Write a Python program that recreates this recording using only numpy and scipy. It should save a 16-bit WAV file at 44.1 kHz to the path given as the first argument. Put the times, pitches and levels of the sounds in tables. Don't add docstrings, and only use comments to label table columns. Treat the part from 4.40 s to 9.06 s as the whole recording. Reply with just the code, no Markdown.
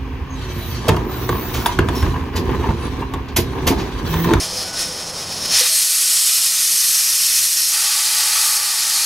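import sys
import numpy as np
from scipy import signal
from scipy.fft import rfft, irfft
from scipy.io import wavfile
from scipy.ndimage import uniform_filter1d

SR = 44100
rng = np.random.default_rng(int(sys.argv[2]) if len(sys.argv) > 2 else 0)


def output_pcm(signal):
    pcm = np.clip(np.atleast_2d(signal).T, -1, 1) * 32767
    wavfile.write(sys.argv[1], SR, np.round(pcm).astype(np.int16))


N = 205461
SIZE, HOP = 1024, 256
TIME = np.arange(N) / SR
FRAME_S = (np.arange(N // HOP + 5) * HOP / SR)[:, None]
BIN_HZ = np.fft.rfftfreq(SIZE, 1 / SR)
FINE_HZ = np.fft.rfftfreq(N, 1 / SR)


def amp(db):
    return 10 ** (np.asarray(db) / 20)


def unit(x):
    return x / np.sqrt(np.mean(x ** 2) + 1e-20)


def curve(rows, t, order=1):
    rows = np.asarray(rows, float)
    return np.interp(t, rows[:, 0], rows[:, order])


def envelope(rows):
    inside = (TIME >= rows[0][0]) * (TIME <= rows[-1][0])
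    return amp(curve(rows, TIME)) * inside


def colour(points, hz):
    f, db = np.transpose(points)
    return np.interp(np.log(hz + 1), np.log(f + 1), db)


def bell(x, centre, width):
    return np.exp(-2 * ((x - centre) / width) ** 2)


def peaks(rows, x):
    return sum(db * bell(x, centre, width) for centre, width, db in rows)


def noise(db):
    white = rng.standard_normal(N)
    return unit(irfft(rfft(white) * amp(db), N))


def wander(rate_hz):
    white = rng.standard_normal(N)
    return unit(irfft(rfft(white) * bell(FINE_HZ, 0, rate_hz), N))


def patches(count, size):
    field = rng.standard_normal((len(FRAME_S), len(BIN_HZ)))
    return unit(uniform_filter1d(uniform_filter1d(field, count, axis=0), size, axis=1))


def burner(level_db=-34.5, flicker_db=0.3):
    # frequency_hz, density_db
    roar_colour = [(20, -26), (33, -16), (46, -3.5), (70, -5.5), (130, -1), (300, -2.5), (650, -1),
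                   (1200, -4.5), (2200, -13), (6000, -15), (16000, -45)]
    # centre_hz, width_hz, gain_db
    roar_peaks = [(173.4, 32, 5.6), (512, 65, 2.3)]
    # time_s, level_db
    drone_level = [(0, -46), (1.1, -46), (1.7, -51), (2.3, -45.5), (3.0, -41.5), (3.5, -51), (3.9, -46),
                   (4.66, -46)]
    drone_hz, drone_width_hz = 96, 13
    roar = noise(colour(roar_colour, FINE_HZ) + peaks(roar_peaks, FINE_HZ))
    detuning = 2 * (FINE_HZ - drone_hz) / drone_width_hz
    drone = noise(-20 * np.log10(1 + detuning ** 2))
    return roar * amp(level_db + flicker_db * wander(6)) + drone * amp(curve(drone_level, TIME))


def bobbing(t):
    # peak_s, length_s, rise_db
    puffs = [(.015, .088, 8), (.195, 0.1, 6.5), (.412, .093, 9.5), (.589, .063, 2.5), (.777, .08, 2.9),
             (.929, .066, 3), (1.058, 0.011, 3.5), (2.067, .026, 2), (2.978, .023, 1.7), (4.085, .29, 1.3)]
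    # start_s, depth_db, recovery_s
    slips = [(.304, 4.8, .015), (.7, 5, .026), (1.207, 4.2, 0.027), (1.285, 3, .027), (1.418, 1.4, 0.19),
             (1.991, 1.5, 0.092), (2.071, 2.2, 0.099), (2.594, .9, 0.17), (3.059, 1.5, 2),
             (4.166, 3.9, .24)]
    fall_s = .02
    db = peaks(puffs, t)
    for s, depth_db, recovery_s in slips:
        fall = np.clip((t - s) / fall_s, 0, 1)
        recovery = np.exp(-np.maximum(t - s - fall_s, 0) / recovery_s)
        db = db - depth_db * fall * recovery
    return db


def vent(drift_db=1.02, eddy_db=0.5, flutter_db=0.4, sputter_db=0.8, spit_db=-13, spits_per_s=900):
    # time_s, lift (0-1)
    lift_rows = [(1.103, 0), (1.16, 0.31), (1.22, 0.63), (1.27, 0.79)]
    # frequency_hz, density_db
    seated_colour = [(300, -11), (1300, -14), (2200, -11.5), (3800, -6.5), (4700, -3.5), (5250, 4),
                     (5850, -3), (6700, -5.5), (7700, -11.5), (10200, -8.5), (11200, -12.5), (12200, -19),
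                     (13500, -24.5), (16000, -23)]
    lifted_colour = [(150, -46), (500, -39), (900, -25.5), (1250, -18), (2000, -12.5), (3600, -7),
                     (4600, -2.5), (5400, -1.5), (7300, -1.5), (9000, -0.4), (11700, -2), (12500, -4.5),
                     (13300, -9.5), (14600, -19.5)]
    # time_s, gain_db
    treble_level = [(1.0, -.4), (1.3, .9), (1.85, 1.8), (2.1, 0.7), (2.5, 1.8), (2.8, -0.5), (3.08, 1.3),
                    (3.45, 0), (3.9, -.6), (4.1, 1.7), (4.35, -.8), (4.66, 0.5)]
    treble_share = 0.18
    # start_s, length_s, pitch_hz, width_hz, sink_octaves_per_s
    edge_tones = [(1.11, .07, 5700, 1100, 0), (1.3, .85, 8450, 300, .02), (2.1, 1.2, 6300, 550, .19),
                  (2.17, 1.13, 12900, 1300, .12), (2.88, .2, 9200, 350, 0), (3.33, 1.4, 4770, 300, .02),
                  (3.45, 1.3, 4120, 550, 0.01), (3.76, .35, 7700, 220, 0)]
    edge_db, edge_fade_s = 2.7, .08

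    lift = np.clip(curve(lift_rows, FRAME_S), 0, 1)
    db = (1 - lift) * colour(seated_colour, BIN_HZ) + lift * colour(lifted_colour, BIN_HZ)
    treble_db = curve(treble_level, FRAME_S) + treble_share * bobbing(FRAME_S)
    db = db + treble_db * np.clip((BIN_HZ - 6000) / 2500, 0, 1)
    for s, length, hz, width, sink in edge_tones:
        age = FRAME_S - s
        held = np.clip(.5 + np.minimum(age, length - age) / edge_fade_s, 0, 1)
        db = db + edge_db * held * bell(BIN_HZ, hz * 2 ** (-sink * age), width)
    drift = drift_db * patches(count=70, size=3)
    eddies = eddy_db * patches(count=5, size=24)
    shape = amp(db + drift + eddies)
    shape /= np.sqrt(np.mean(shape ** 2, axis=1, keepdims=True))

    spits = rng.uniform(-0.97, 1, N) * (rng.random(N) < spits_per_s / SR)
    rush = unit(rng.standard_normal(N) + amp(spit_db) * unit(spits))
    frames = signal.stft(rush, nperseg=SIZE, noverlap=SIZE - HOP)[2]
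    shaped = frames * shape[:frames.shape[1]].T
    hiss = signal.istft(shaped, nperseg=SIZE, noverlap=SIZE - HOP)[1][:N]

    leak_db, open_db, sag_db_per_s = -29.75, 1.2, 0.47
    strain_s, strain_db = 0.19, 8.5
    open_s, flutter = TIME - lift_rows[0][0], wander(55)
    strain = np.clip(1 + open_s / strain_s, 0, 1)
    leak = amp(leak_db + strain_db * strain + sputter_db * flutter)
    jet = curve(lift_rows, TIME) * amp(open_db - sag_db_per_s * open_s + flutter_db * flutter)
    return hiss * (leak + jet) * amp(bobbing(TIME))


def knocks(thud_t60=0.095, attack_s=0.0025):
    # start_s, level_db, pitch_hz, ring_t60_s, thud_db (against the ring)
    knock_rows = [(.02, -39, 648, .8, -14), (.125, -34, 505, .8, -8), (.175, -38, 757, .9, -14),
                  (.455, -35, 507, 1.3, -8), (.61, -40, 805, .6, -14), (1.207, -17, 503, .3, -2),
                  (1.292, -22, 642, .52, -10)]
    out = np.zeros(N)
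    for s, db, hz, t60, thud_db in knock_rows:
        age = np.maximum(TIME - s, 0)
        ring = np.sin(2 * np.pi * hz * age) * amp(-60 * age / t60)
        thud_band = noise(-20 * np.log10(1 + (6 * (FINE_HZ / hz - 1)) ** 2))
        thud = thud_band * amp(thud_db - 60 * age / thud_t60)
        out += amp(db) * (ring + thud) * (1 - np.exp(-age / attack_s))
    return out


def pot_tone(pitch_hz=1485, waver=0.0043):
    # time_s, level_db
    tone_level = [(.18, -62.5), (.27, -43), (.35, -37.5), (.4, -50), (.5, -45), (.58, -65)]
    turns = np.cumsum(pitch_hz * (1 + waver * wander(53))) / SR
    return envelope(tone_level) * np.sqrt(2) * np.sin(2 * np.pi * turns)


def spurt(rough_db=-1.5):
    # time_s, level_db
    spurt_level = [(1.09, -46), (1.145, -20), (1.21, -14), (1.265, -7.3), (1.29, -20), (1.42, -36)]
    # frequency_hz, density_db
    spurt_colour = [(200, -30), (700, -12), (900, 0.5), (1400, 0.5), (2200, 3.5), (3600, 7.5), (5200, 4),
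                    (8000, -16), (16000, -35)]
    return noise(colour(spurt_colour, FINE_HZ)) * envelope(spurt_level) * amp(rough_db * wander(120))


def graze(start_s=3.27, rise_s=0.095, level_db=-15.5, rough_db=-0.5, flow_share=0.27):
    # frequency_hz, density_db
    roar_colour = [(250, -33), (520, -15), (720, -11.5), (810, 2), (920, 4), (1040, -15), (1130, 3.5),
                   (1280, 2.5), (1380, -1.5), (1680, -0.5), (1900, 0), (2200, -1), (2550, -1),
                   (8000, -13.5)]
    # peak_s, length_s, rise_db
    square_hits = [(3.95, 0.36, 3)]
    swing = np.clip((TIME - start_s) / rise_s, 0, 1)
    level = swing * amp(level_db + peaks(square_hits, TIME) + flow_share * bobbing(TIME))
    return noise(colour(roar_colour, FINE_HZ)) * level * amp(rough_db * wander(40))


def corner(x, lid_echo=0.21, lid_echo_s=.001655, tiles_db=-14, tiles_t60=0.096):
    # centre_hz, width_hz, gain_db
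    standing_waves = [(1507, 50, 4.1), (1604, 50, -4.3), (1766, 50, -3.6), (1852, 50, 3.5), (2024, 90, 2.5),
                      (2207, 90, -2.2), (2573, 50, 3.4), (3047, 90, -2.7), (3273, 160, 2.6),
                      (3488, 90, -3.7), (4048, 50, -3.9), (4124, 50, 3.9), (4285, 50, 3.3), (4457, 50, 3.1),
                      (5146, 90, 2.8), (5685, 50, 4.7), (5986, 160, -2.5), (6309, 160, 1.9),
                      (7095, 50, 3.0), (7354, 50, -3.5), (8258, 50, 3.0), (8818, 50, 3.7), (9701, 90, -2.8),
                      (10056, 50, 3.4), (10336, 90, -2.3), (10573, 90, 3.2), (10724, 90, -2.4),
                      (10971, 50, -3.8), (11133, 160, 2.0), (11779, 160, 2.3)]
    age = TIME[:SR // 4]
    signs = rng.choice([-1., 1.], len(age))
    taps = signs * (rng.random(len(age)) < 3000 / SR) * (age > .004)
    taps *= amp(-60 * age / tiles_t60)
    taps *= amp(tiles_db) / np.linalg.norm(taps)
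    taps[0] += 1
    taps[round(lid_echo_s * SR)] += lid_echo
    gain = amp(peaks(standing_waves, np.fft.rfftfreq(2 * N, 1 / SR)))
    standing = irfft(rfft(x, 2 * N) * gain)[:N]
    return signal.oaconvolve(standing, taps / np.linalg.norm(taps))[:N]


def scene():
    steam = corner(vent() + spurt() + graze())
    mono = steam + burner() + knocks() + pot_tone()
    return np.array([mono, mono])


def record(dry):
    limit_db, range_db, fall_db_per_s, recover_db_per_s = -19, 14.5, 90, 10
    ceiling, cutoff_hz = .9, 15780
    power = uniform_filter1d(dry[0] ** 2, 4 * HOP)[::HOP]
    duck_db = [0.]
    for excess_db in 10 * np.log10(abs(power) + 1e-12) - limit_db:
        step_db = np.clip(excess_db - duck_db[-1], -recover_db_per_s * HOP / SR, fall_db_per_s * HOP / SR)
        duck_db.append(np.clip(duck_db[-1] + step_db, 0, range_db))
    ducked = dry * amp(-np.interp(TIME, TIME[::HOP], duck_db[1:]))
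    rounded = ducked / (1 + (ducked / ceiling) ** 10) ** (1 / 10)
    low_pass = signal.firwin(511, cutoff_hz, window=("kaiser", 9), fs=SR)
    return signal.oaconvolve(rounded, low_pass[None], "same")


dry = scene()
out = record(dry)
output_pcm(out)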